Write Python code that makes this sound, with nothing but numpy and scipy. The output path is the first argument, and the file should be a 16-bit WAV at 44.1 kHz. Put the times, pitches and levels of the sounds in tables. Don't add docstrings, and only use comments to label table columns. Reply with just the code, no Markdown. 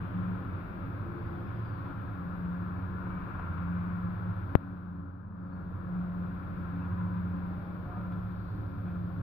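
import sys
import numpy as np
from scipy import signal
from scipy.fft import rfft, irfft
from scipy.io import wavfile

SR = 44100
rng = np.random.default_rng(int(sys.argv[2]) if len(sys.argv) > 2 else 0)


def store_pcm(level_fs):
    pcm = np.round(np.clip(level_fs, -1, 1) * 32767).astype(np.int16)
    wavfile.write(sys.argv[1], SR, np.atleast_2d(pcm).T)


N = 406602
T = np.arange(N) / SR
BINS_HZ = np.fft.rfftfreq(N, 1 / SR)
SIDES = np.array([[1], [-1]])

# time in seconds, firing rate in Hz, firing tone in dB ahead of a trim.
NEAR_FIRING = [(0.0, 89.3, -47), (0.35, 90.6, -45), (0.52, 90.4, -36.5), (0.78, 91, -54),
               (1.15, 88.7, -44.5), (1.55, 88.7, -49.5), (2.2, 88.5, -45.5), (2.52, 88.4, -42),
               (2.87, 90.5, -37.5), (3.2, 90.4, -50), (3.5, 86.6, -35), (3.81, 88.3, -38),
               (4.04, 88.8, -46), (4.42, 89.4, -36), (4.63, 91.5, -48), (4.95, 88.3, -43.5),
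               (5.5, 89.8, -46.5), (5.75, 89.6, -39), (5.95, 89.2, -46.5), (6.5, 88.8, -43),
               (6.74, 86.8, -41), (6.88, 89, -37.5), (7.28, 89.2, -39), (7.75, 89.9, -53), (8.4, 89.2, -51),
               (8.85, 88.7, -42.5), (9.22, 87.8, -45)]
# time in seconds, firing rate in Hz, level in dB ahead of a trim.
SECOND_FIRING = [(0.0, 104.9, -40.5), (0.2, 104.3, -40), (0.8, 105.3, -54.5), (0.95, 106.2, -40),
                 (1.3, 110.2, -48.5), (1.59, 111.7, -38.5), (2.14, 105.9, -44), (2.44, 104.8, -62),
                 (2.59, 106.4, -44), (3.49, 108.2, -55), (3.79, 105.4, -44), (4.49, 104.5, -41),
                 (4.73, 105.5, -52), (6.68, 107, -52.5), (6.93, 104.2, -38.5), (7.72, 106.3, -52),
                 (8.12, 104.5, -43), (9.22, 103.6, -41)]
# multiple of the firing rate, level in dB.
FIRING_ORDERS = [(4, -67), (6, -63.5), (7, -67), (8, -68.5)]
# start in seconds, time until release
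# in seconds, level in dB.
ARM_PULLS = [(0.087, 0.26, -36.5), (0.698, 0.13, -48), (2.13, 1.03, -40.5), (2.406, 0.14, -36),
             (3.565, 0.52, -35), (4.165, 0.13, -37.5), (4.596, 0.42, -44.5), (5.327, 0.36, -44),
             (5.804, 0.49, -36.5), (5.88, 0.11, -37), (6.465, 0.16, -40.5), (6.68, 0.84, -37),
             (6.95, .25, -37.5), (7.593, 0.2, -41), (7.905, 0.48, -40.5), (8.795, 0.27, -36.5)]
# start in seconds, time until release in seconds, level in dB.
FAN_SURGES = [(0.0, 0.35, -54), (1.7, 0.22, -52), (2.02, 0.11, -48), (2.73, 0.072, -51),
              (4.462, 0.24, -45.5), (4.88, 0.14, -45.5), (5.3, 0.19, -49.5), (6.696, 0.09, -46),
              (7.2, 0.087, -48), (7.96, 0.12, -53)]
# multiple of the piston rate, level in dB ahead of wander and echo.
PISTON_ORDERS = [(2, -56.5), (6, -70), (8, -63.5), (9, -73), (14, -83)]

# frequency in Hz, density in dB per Hz.
ROAR_SPECTRUM = [(500, -17.5), (800, -8), (920, -3), (1050, 2.5), (1180, 0), (1380, 3), (1600, -5.5),
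                 (1750, -8.5), (1900, -20.5), (2600, -67.5)]
FIZZ_SPECTRUM = [(1300, -27), (1850, 3), (2400, 1), (2750, -5.5), (3050, -13.5), (3600, -11), (5500, -45)]
RUMBLE_SPECTRUM = [(130, -13.5), (200, 3), (245, 6.5), (305, 8.5), (345, 6), (390, 1.5), (480, -0.5),
                   (550, 1.5), (680, -4), (850, -3), (1200, -13.5), (2500, -54.5)]
CITY_SPECTRUM = [(10, -23), (20, -12.5), (28, 1.5), (60, -3.5), (95, 5), (135, -0.5), (160, 5), (205, -1.5),
                 (240, -15), (400, -24.5), (1500, -63.5)]
HISS_SPECTRUM = [(1500, 7), (3000, 8), (3600, 11), (4400, 6.5), (5200, 1.5), (6200, -15.5), (9000, -23),
                 (10500, -8.5), (11500, 1), (12300, 6), (14500, 2.5)]
# frequency in Hz, left minus right in dB.
MIC_BALANCE = [(30, -1), (90, -3), (180, 2), (300, 1.5), (600, 1.5), (2000, 3.5), (4000, -1), (12000, -0.1)]
# frequency in Hz, likeness from 0 to 1, lead of the left in radians.
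MIC_LIKENESS = [(30, 0.98, 0.5), (99, 0.98, 0.2), (179, 0.69, .5), (233, 0.4, 0.5), (296, 0.77, 0.7),
                (420, 0.76, 0), (624, 0.25, 0.1), (800, 0.35, 0.2), (835, 0.28, -2.5), (1190, 0.23, -2.5),
                (1370, 0.46, -1.45), (1670, 0.53, 0), (1840, 0.19, -3.5), (1990, 0.39, -2.5),
                (2310, 0.21, -5), (2840, 0.24, -5.5), (3600, 0.17, -7), (4380, 0.16, -10), (5500, .05, -10),
                (14000, 0.18, -9.5)]

# time of the loudest point in seconds, tyre roar in dB, tread fizz
# and body rumble in dB relative to the roar.
VEHICLES = [(0.0, -53.5, -12.5, 2), (1.6, -58.5, -12, -0.5), (3.5, -51.5, -16.5, -10.5),
            (6.9, -56.5, -13, -6)]
# start in seconds, length in seconds, start and end pitch in Hz, level in dB.
TREAD_GLIDES = [(-0.5, 0.99, 3315, 3020, -73), (0.401, 0.7, 2500, 2290, -71),
                (1.199, .95, 3246, 3190, -75.5), (2.951, 1.33, 2537, 1960, -66.5)]
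# start in seconds, firing rate there in Hz, level in dB.
EASING_ENGINES = [(2.15, 74.26, -48), (7.499, 74.67, -49)]

# start in seconds, level in dB ahead of the echo, spectral tilt
# in dB per octave, 60 dB decay time in seconds.
RUBBLE_KNOCKS = [(1.855, -47, 3, 0.97), (2.093, -46.5, -4, 0.099), (3.02, -43.5, 2, .05),
                 (3.065, -44, -1, 0.045), (3.215, -53.5, 2.5, 0.24), (3.347, -42, 0.5, 0.13),
                 (3.395, -35.5, 2, 0.037), (3.428, -42.5, 2, .05), (3.462, -43, 2, .08),
                 (3.521, -42.5, 3, .07), (5.323, -40, 0, .05), (5.386, -51, 5, 0.11),
                 (5.449, -44, 0.5, 0.05), (5.527, -45, 2, 0.056), (5.572, -48, 5, .1),
                 (6.85, -46.5, 6, 0.1), (6.921, -44.5, 0, 0.13), (7.011, -37, -1.5, 0.04),
                 (7.051, -44, -2.5, 0.064), (7.93, -50.5, -9.5, 0.85), (8.121, -51, 13, 0.15),
                 (8.87, -53, 10, 0.5)]
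# frequency in Hz, width of one in Hz, level in dB.
BUCKET_MODES = [(552, 48, -2.5), (740, 89, 0), (1019, 150, 3.5), (1276, 160, 3), (1380, 90, 6),
                (1516, 230, -5.5), (2330, 260, -20), (3430, 320, -30.5)]
# start in seconds, time until release in seconds,
# level in dB ahead of the echo.
RUBBLE_SLIDES = [(3.282, .15, -59.5), (7.788, 0.17, -52)]
# start in seconds, length in seconds,
# start and end pitch in Hz, level in dB ahead of the echo, rasp as a share of the pitch.
SQUEAL_AND_HUM_GLIDES = [(0.96, 0.62, 346.7, 339, -46.5, .012), (1.548, 0.49, 346, 342, -54.5, 0.015),
                         (1.0, 0.29, 442, 450, -54, 0.03), (0.56, 1.3, 612, 580, -63.5, .012),
                         (1.66, 0.24, 1057, 1130, -51, .02), (3.1, 0.14, 2300, 2290, -60.5, .015),
                         (3.282, 0.27, 1390, 1370, -50.5, 0.012), (5.53, 0.15, 456, 420, -59.5, .02),
                         (5.81, .25, 298.4, 302, -55, .01), (5.9, 0.43, 668, 697, -60, .015),
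                         (5.899, .5, 580, 566, -60.5, .015), (6.81, .025, 2546, 2690, -63, .008),
                         (7.33, 0.44, 782, 824, -57, .012), (7.54, .8, 299, 304.5, -54, .015),
                         (1.45, .5, 4750, 4300, -80, .08), (1.15, .3, 4400, 4800, -82, .07),
                         (8.22, .48, 4380, 4350, -76, .07), (2.4, 1.2, 336, 332, -57, 0.018),
                         (7.4, .8, 600, 520, -54.5, .14), (7.86, 0.14, 712, 730, -51, .012),
                         (7.9, 0.11, 540, 542, -52.5, 0.025), (7.89, 0.12, 1160, 1258, -48, .006),
                         (7.928, .3, 1352, 1364, -54.5, .012), (7.922, .08, 1020, 1032, -56, .005),
                         (7.99, 0.14, 1075, 890, -53.5, .006), (8.53, 0.18, 299.6, 297.6, -48, .008),
                         (8.81, .25, 353.3, 337.5, -55, .01)]
# start in seconds, length in seconds, top pitch in Hz,
# level in dB ahead of shaping and echo, rasp as a share of the pitch.
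WHISTLE_ARCHES = [(1.148, .72, 5080, -80, .02), (4.92, .73, 4900, -80, .014)]

FAINT_DRONE_HZ, FAINT_DRONE_DB = 204.5, -55
SURGE_ATTACK_S, SURGE_RELEASE_S = 0.064, 0.1
IDLE_BOOM_DB, IDLE_WANDER_DB = -51.5, 2
FAN_BLADE_HZ, FAN_DB, FAN_WANDER_DB = 278.4, -55.5, 2
PISTON_HZ = 174
SPEED_M_S, LANE_DISTANCE_M = 14.55, 11.7
FAR_ROAR_DB, FAR_FIZZ_DB = -61.5, -76.5
FAR_RUMBLE_DB, CITY_DB, HISS_DB = -53.5, -43, -74
TYRE_LEAN_DB = 6.5
TREAD_HALF_WIDTH_HZ = 340
CRUSH_S, BLOW_DB = .002, 2
SLIDE_ATTACK_S, SLIDE_RELEASE_S = 0.1, 0.31
WHISTLE_FOOT_HZ, WHISTLE_SKEW = 3950, .85
WHISTLE_THIN_DB, WHISTLE_GROW_DB = 11.5, 2.5
NOTE_ATTACK_S, NOTE_HOLD_S, NOTE_RELEASE_S = 0.35, .7, 0.79
SLOWING_HZ_PER_S = 8
POP_S, POP_CUT_HZ = 4.55334, 69
DIP_DROP_DB, DIP_SINK_DB_PER_S, DIP_HOLD_S, DIP_RECOVER_S = 3.5, 6, 0.77, 0.24
TREBLE_SINK_DB_PER_S, TREBLE_HOLD_S, TREBLE_RECOVER_S = 12, 0.74, 0.48
WHINE_START_S, WHINE_HOLD_S, WHINE_ATTACK_S, WHINE_RELEASE_S = 6.05, 1.26, 0.66, 0.2
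WHINE_HZ, WHINE_SINK_HZ_PER_S, WHINE_DB = 1072, 50, -56.5
TOP_HZ, FADE_S = 14600, .004


def undb(db):
    return 10 ** (np.asarray(db) / 20)


def unit(x):
    return x / np.sqrt(np.mean(x ** 2))


def curves(rows):
    s, *columns = np.transpose(rows)
    return [np.interp(T, s, column) for column in columns]


def across(points):
    hz, value = np.transpose(points)
    return np.interp(np.log(BINS_HZ + 1), np.log(hz), value)


def pan(db):
    return undb(SIDES * db / 2)


def turn(hz):
    return 2 * np.pi * np.cumsum(hz) / SR


def walk(rate_hz):
    size = 8192
    hz = np.fft.rfftfreq(size, T[-1] / size)
    lowpass = np.exp(-.5 * (hz / rate_hz) ** 2)
    slow = unit(irfft(rfft(rng.standard_normal(size)) * lowpass))
    return np.interp(T, np.linspace(0, T[-1], size), slow)


def swell(start_s, hold_s, attack_s, release_s):
    t = T - start_s
    return np.clip(t / attack_s, 0, 1) * np.exp(-np.maximum(t - hold_s, 0) / release_s)


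def arch(start_s, length_s):
    return np.sqrt(np.abs(np.sin(np.pi * np.clip((T - start_s) / length_s, 0, 1))))


def surges(rest_db, rows):
    power = undb(rest_db) ** 2
    for start_s, hold_s, db in rows:
        power = power + (undb(db) * swell(start_s, hold_s, SURGE_ATTACK_S, SURGE_RELEASE_S)) ** 2
    return np.sqrt(power)


def spaced(pair):
    lead = across([(hz, radians) for hz, _, radians in MIC_LIKENESS])
    return irfft(pair * np.exp(.5j * SIDES * lead), N)


def wash(spectrum):
    mid, side = rfft(rng.standard_normal((2, N)))
    alike = np.clip(across([(hz, share) for hz, share, _ in MIC_LIKENESS]), -1, 1)
    pair = np.sqrt(1 + alike) * mid + SIDES * np.sqrt(1 - alike) * side
    x = spaced(pair * undb(across(spectrum)) * pan(across(MIC_BALANCE)))
    return x / x.mean(axis=0).std()


def drone(phase, flutter, lean_db, lead_rad):
    blur = 1 + flutter * (walk(11) + 1j * walk(7))
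    strength = np.sqrt(2) * unit(np.abs(blur))
    return strength * np.cos(phase + np.angle(blur) + SIDES * lead_rad / 2) * pan(lean_db)


def facades(x, t60_s, direct, wet):
    t = T[:SR]
    tail = rng.standard_normal((2, SR)) * undb(-60 * t / t60_s) * (t > .015)
    tail /= np.sqrt(np.sum(tail ** 2, axis=1, keepdims=True))
    return direct * x + wet * signal.fftconvolve(x[None], tail, axes=1)[:, :N]


def exhausts():
    near_hz, near_db = curves(NEAR_FIRING)
    second_hz, second_db = curves(SECOND_FIRING)
    near = turn(near_hz)
    boom = surges(IDLE_BOOM_DB + IDLE_WANDER_DB * walk(3.1), ARM_PULLS)
    faint = turn(FAINT_DRONE_HZ * (1 + .006 * walk(2)))
    out = undb(near_db - 1.8) * drone(near, flutter=0.068, lean_db=-1.5, lead_rad=0.14)
    out += boom * drone(2 * near, flutter=0.07, lean_db=0.5, lead_rad=0.63)
    out += undb(second_db + 1.27) * drone(turn(second_hz), flutter=0.31, lean_db=-1.5, lead_rad=0.12)
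    out += undb(FAINT_DRONE_DB) * drone(faint, flutter=0.5, lean_db=3, lead_rad=0.94)
    return out


def block_clatter():
    firing = turn(curves(NEAR_FIRING)[0])
    out = undb(-63.5) * wash(ROAR_SPECTRUM) * (1 + 0.55 * np.cos(firing))
    for order, db in FIRING_ORDERS:
        out += undb(db) * drone(order * firing, flutter=0.7, lean_db=-1, lead_rad=1.7)
    return out


def fan():
    strength = surges(FAN_DB + FAN_WANDER_DB * walk(7.1), FAN_SURGES)
    blades = turn(FAN_BLADE_HZ * (1 + .005 * walk(4)))
    return strength * drone(blades, flutter=0.42, lean_db=2, lead_rad=0.64)


def pump():
    shaft = turn(PISTON_HZ * (1 + .008 * walk(12)))
    whine = sum(undb(db + 1.7 * walk(4)) * np.sin(order * shaft) for order, db in PISTON_ORDERS)
    return facades(whine, t60_s=0.53, direct=0.23, wet=0.31) * pan(1.8)


def city():
    return wash(CITY_SPECTRUM) * undb(CITY_DB + walk(3.1))


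def hiss():
    return undb(HISS_DB) * wash(HISS_SPECTRUM)


def passing(far_db, near_db):
    power = undb(far_db) ** 2
    for (pass_s, *_), db in zip(VEHICLES, near_db):
        distance_m = np.hypot(LANE_DISTANCE_M, SPEED_M_S * (T - pass_s))
        power = power + (undb(db) * LANE_DISTANCE_M / distance_m) ** 2
    return np.sqrt(power)


def tyres():
    _, roar_db, fizz_db, rumble_db = np.transpose(VEHICLES)
    roar = wash(ROAR_SPECTRUM) * passing(FAR_ROAR_DB, roar_db) * undb(0.57 * walk(22)) * pan(TYRE_LEAN_DB)
    fizz = wash(FIZZ_SPECTRUM) * passing(FAR_FIZZ_DB, roar_db + fizz_db) * undb(0.75 * walk(11))
    rumble = wash(RUMBLE_SPECTRUM) * passing(FAR_RUMBLE_DB, roar_db + rumble_db) * undb(0.78 * walk(5.5))
    return roar + fizz + rumble


def treads():
    low = signal.butter(2, TREAD_HALF_WIDTH_HZ, fs=SR, output="sos")
    out = np.zeros((2, N))
    for start_s, length_s, start_hz, end_hz, db in TREAD_GLIDES:
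        phase = turn(np.interp(T, [start_s, start_s + length_s], [start_hz, end_hz]))
        a, b = unit(signal.sosfilt(low, rng.standard_normal((2, 2, N))))
        band = a * np.cos(phase) + b * np.sin(phase)
        out += undb(db) * arch(start_s, length_s) * band
    return out * pan(3.5)


def knocks(modes):
    size = SR // 2
    t, hz = T[:size], np.fft.rfftfreq(size, 1 / SR)
    ring = np.interp(hz, BINS_HZ, modes)
    crush = 1 - np.exp(-(t / CRUSH_S) ** 2)
    octaves = np.log2(np.clip(hz, 300, 4000) / 1200)
    out = np.zeros(N + size)
    for start_s, db, tilt_db, t60_s in RUBBLE_KNOCKS:
        colour = ring * undb(tilt_db * octaves)
        crunch = unit(irfft(rfft(rng.standard_normal(size)) * colour, size))
        blow = irfft(colour, size)
        blow *= undb(BLOW_DB) / np.abs(blow).max()
        start = int(start_s * SR)
        out[start:start + size] += (blow + 0.82 * crunch * crush) * undb(db - 60 * t / t60_s)
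    return out[:N]


def rubble():
    modes = sum(undb(db) / (1 + 2j * (BINS_HZ - hz) / width) ** 2 for hz, width, db in BUCKET_MODES)
    modes = modes / (1 + (BINS_HZ / 4500) ** 6)
    struck = knocks(modes)
    pieces = (rng.random(N) < 45 / SR) * undb(2 * rng.exponential(size=N).clip(0, 2))
    rattle = unit(irfft(rfft(pieces) * modes, N))
    flow = sum(undb(db) * swell(start_s, hold_s, SLIDE_ATTACK_S, SLIDE_RELEASE_S)
               for start_s, hold_s, db in RUBBLE_SLIDES)
    slide = flow * unit(irfft(rfft(rng.standard_normal(N)) * modes, N))
    return facades(struck + slide + undb(-62) * rattle, t60_s=0.6, direct=0.83, wet=0.18) * pan(2.4)


def squeals_and_hums():
    out = np.zeros(N)
    pitch_jitter, level_jitter = walk(120), unit(undb(2.6 * walk(23)))
    for start_s, length_s, start_hz, end_hz, db, rasp in SQUEAL_AND_HUM_GLIDES:
        on = (T > start_s) & (T < start_s + length_s)
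        along = (T[on] - start_s) / length_s
        hz = (start_hz + (end_hz - start_hz) * along) * (1 + rasp * pitch_jitter[on])
        strength = undb(db) * unit(level_jitter[on]) * np.sqrt(np.sin(np.pi * along))
        out[on] += strength * np.sin(turn(hz))
    return spaced(rfft(facades(out, t60_s=0.65, direct=0.88, wet=0.4))) * pan(3.4)


def whistles():
    out = np.zeros(N)
    waver, broken = walk(90), unit(undb(4.5 * walk(20)))
    for start_s, length_s, top_hz, db, rasp in WHISTLE_ARCHES:
        on = (T > start_s) & (T < start_s + length_s)
        along = (T[on] - start_s) / length_s
        height = np.sin(np.pi * along ** WHISTLE_SKEW)
        hz = (WHISTLE_FOOT_HZ + (top_hz - WHISTLE_FOOT_HZ) * height) * (1 + rasp * waver[on])
        shaped_db = db - WHISTLE_THIN_DB * height ** 4 + WHISTLE_GROW_DB * along
        strength = undb(shaped_db) * np.sin(np.pi * along) ** .25
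        out[on] += strength * unit(broken[on]) * np.sin(turn(hz))
    return facades(out, t60_s=0.45, direct=0.82, wet=0.7) * pan(1)


def engine_notes():
    out = np.zeros((2, N))
    for start_s, hz, db in EASING_ENGINES:
        firing = turn(hz - SLOWING_HZ_PER_S * (T - start_s))
        strength = undb(db) * swell(start_s, NOTE_HOLD_S, NOTE_ATTACK_S, NOTE_RELEASE_S)
        out += strength * drone(firing, flutter=0.18, lean_db=-0.5, lead_rad=0.12)
    return out


def pop(peak, cut_hz, damping, rise_s, tick_db):
    t = np.maximum(T - POP_S, 0)
    angle = 2 * np.pi * cut_hz * t
    rise = 1 - np.exp(-(t / rise_s) ** 2)
    step = rise * np.exp(-damping * angle) * (np.cos(angle) - damping * np.sin(angle))
    edge = np.diff(t > 0, prepend=False).astype(float)
    tick = signal.sosfilt(signal.butter(2, 11500, "high", fs=SR, output="sos"), edge)
    rounded = signal.sosfilt(signal.butter(2, 7500, fs=SR, output="sos"), step)
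    return np.array([peak * rounded + undb(tick_db) * tick, np.zeros(N)])


def sag(drop_db, sink_db_per_s, hold_s, recover_s):
    t = T - POP_S
    loss_db = (t > 0) * (drop_db + sink_db_per_s * np.minimum(t, hold_s))
    return undb(-loss_db * np.exp(-np.maximum(t - hold_s, 0) / recover_s))


def dip(x):
    whole = sag(DIP_DROP_DB, DIP_SINK_DB_PER_S, DIP_HOLD_S, DIP_RECOVER_S)
    top = sag(0, TREBLE_SINK_DB_PER_S, TREBLE_HOLD_S, TREBLE_RECOVER_S)
    treble = signal.sosfiltfilt(signal.butter(6, 1800, "high", fs=SR, output="sos"), x)
    return whole * (x + (top - 1) * treble)


def van_whine():
    hz = (WHINE_HZ - WHINE_SINK_HZ_PER_S * (T - WHINE_START_S)) * (1 + .024 * walk(45))
    strength = undb(WHINE_DB) * swell(WHINE_START_S, WHINE_HOLD_S, WHINE_ATTACK_S, WHINE_RELEASE_S)
    broken = unit(undb(1.9 * walk(9.8)))
    return strength * broken * drone(turn(hz), flutter=2.6, lean_db=6.5, lead_rad=-1.7)


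def scene():
    drones = exhausts()
    site = block_clatter() + fan() + pump() + rubble() + squeals_and_hums()
    street = city() + tyres() + treads() + engine_notes() + van_whine()
    around = site + street + whistles() + hiss()
    return drones + dip(around) + pop(peak=1.47, cut_hz=POP_CUT_HZ, damping=0.92, rise_s=0.00021, tick_db=-17.5)


def record(dry):
    fade = np.minimum(np.minimum(T, T[-1] - T) / FADE_S, 1)
    return signal.sosfilt(signal.ellip(10, .2, 80, TOP_HZ, fs=SR, output="sos"), dry * fade)


dry = scene()
out = record(dry)
store_pcm(out)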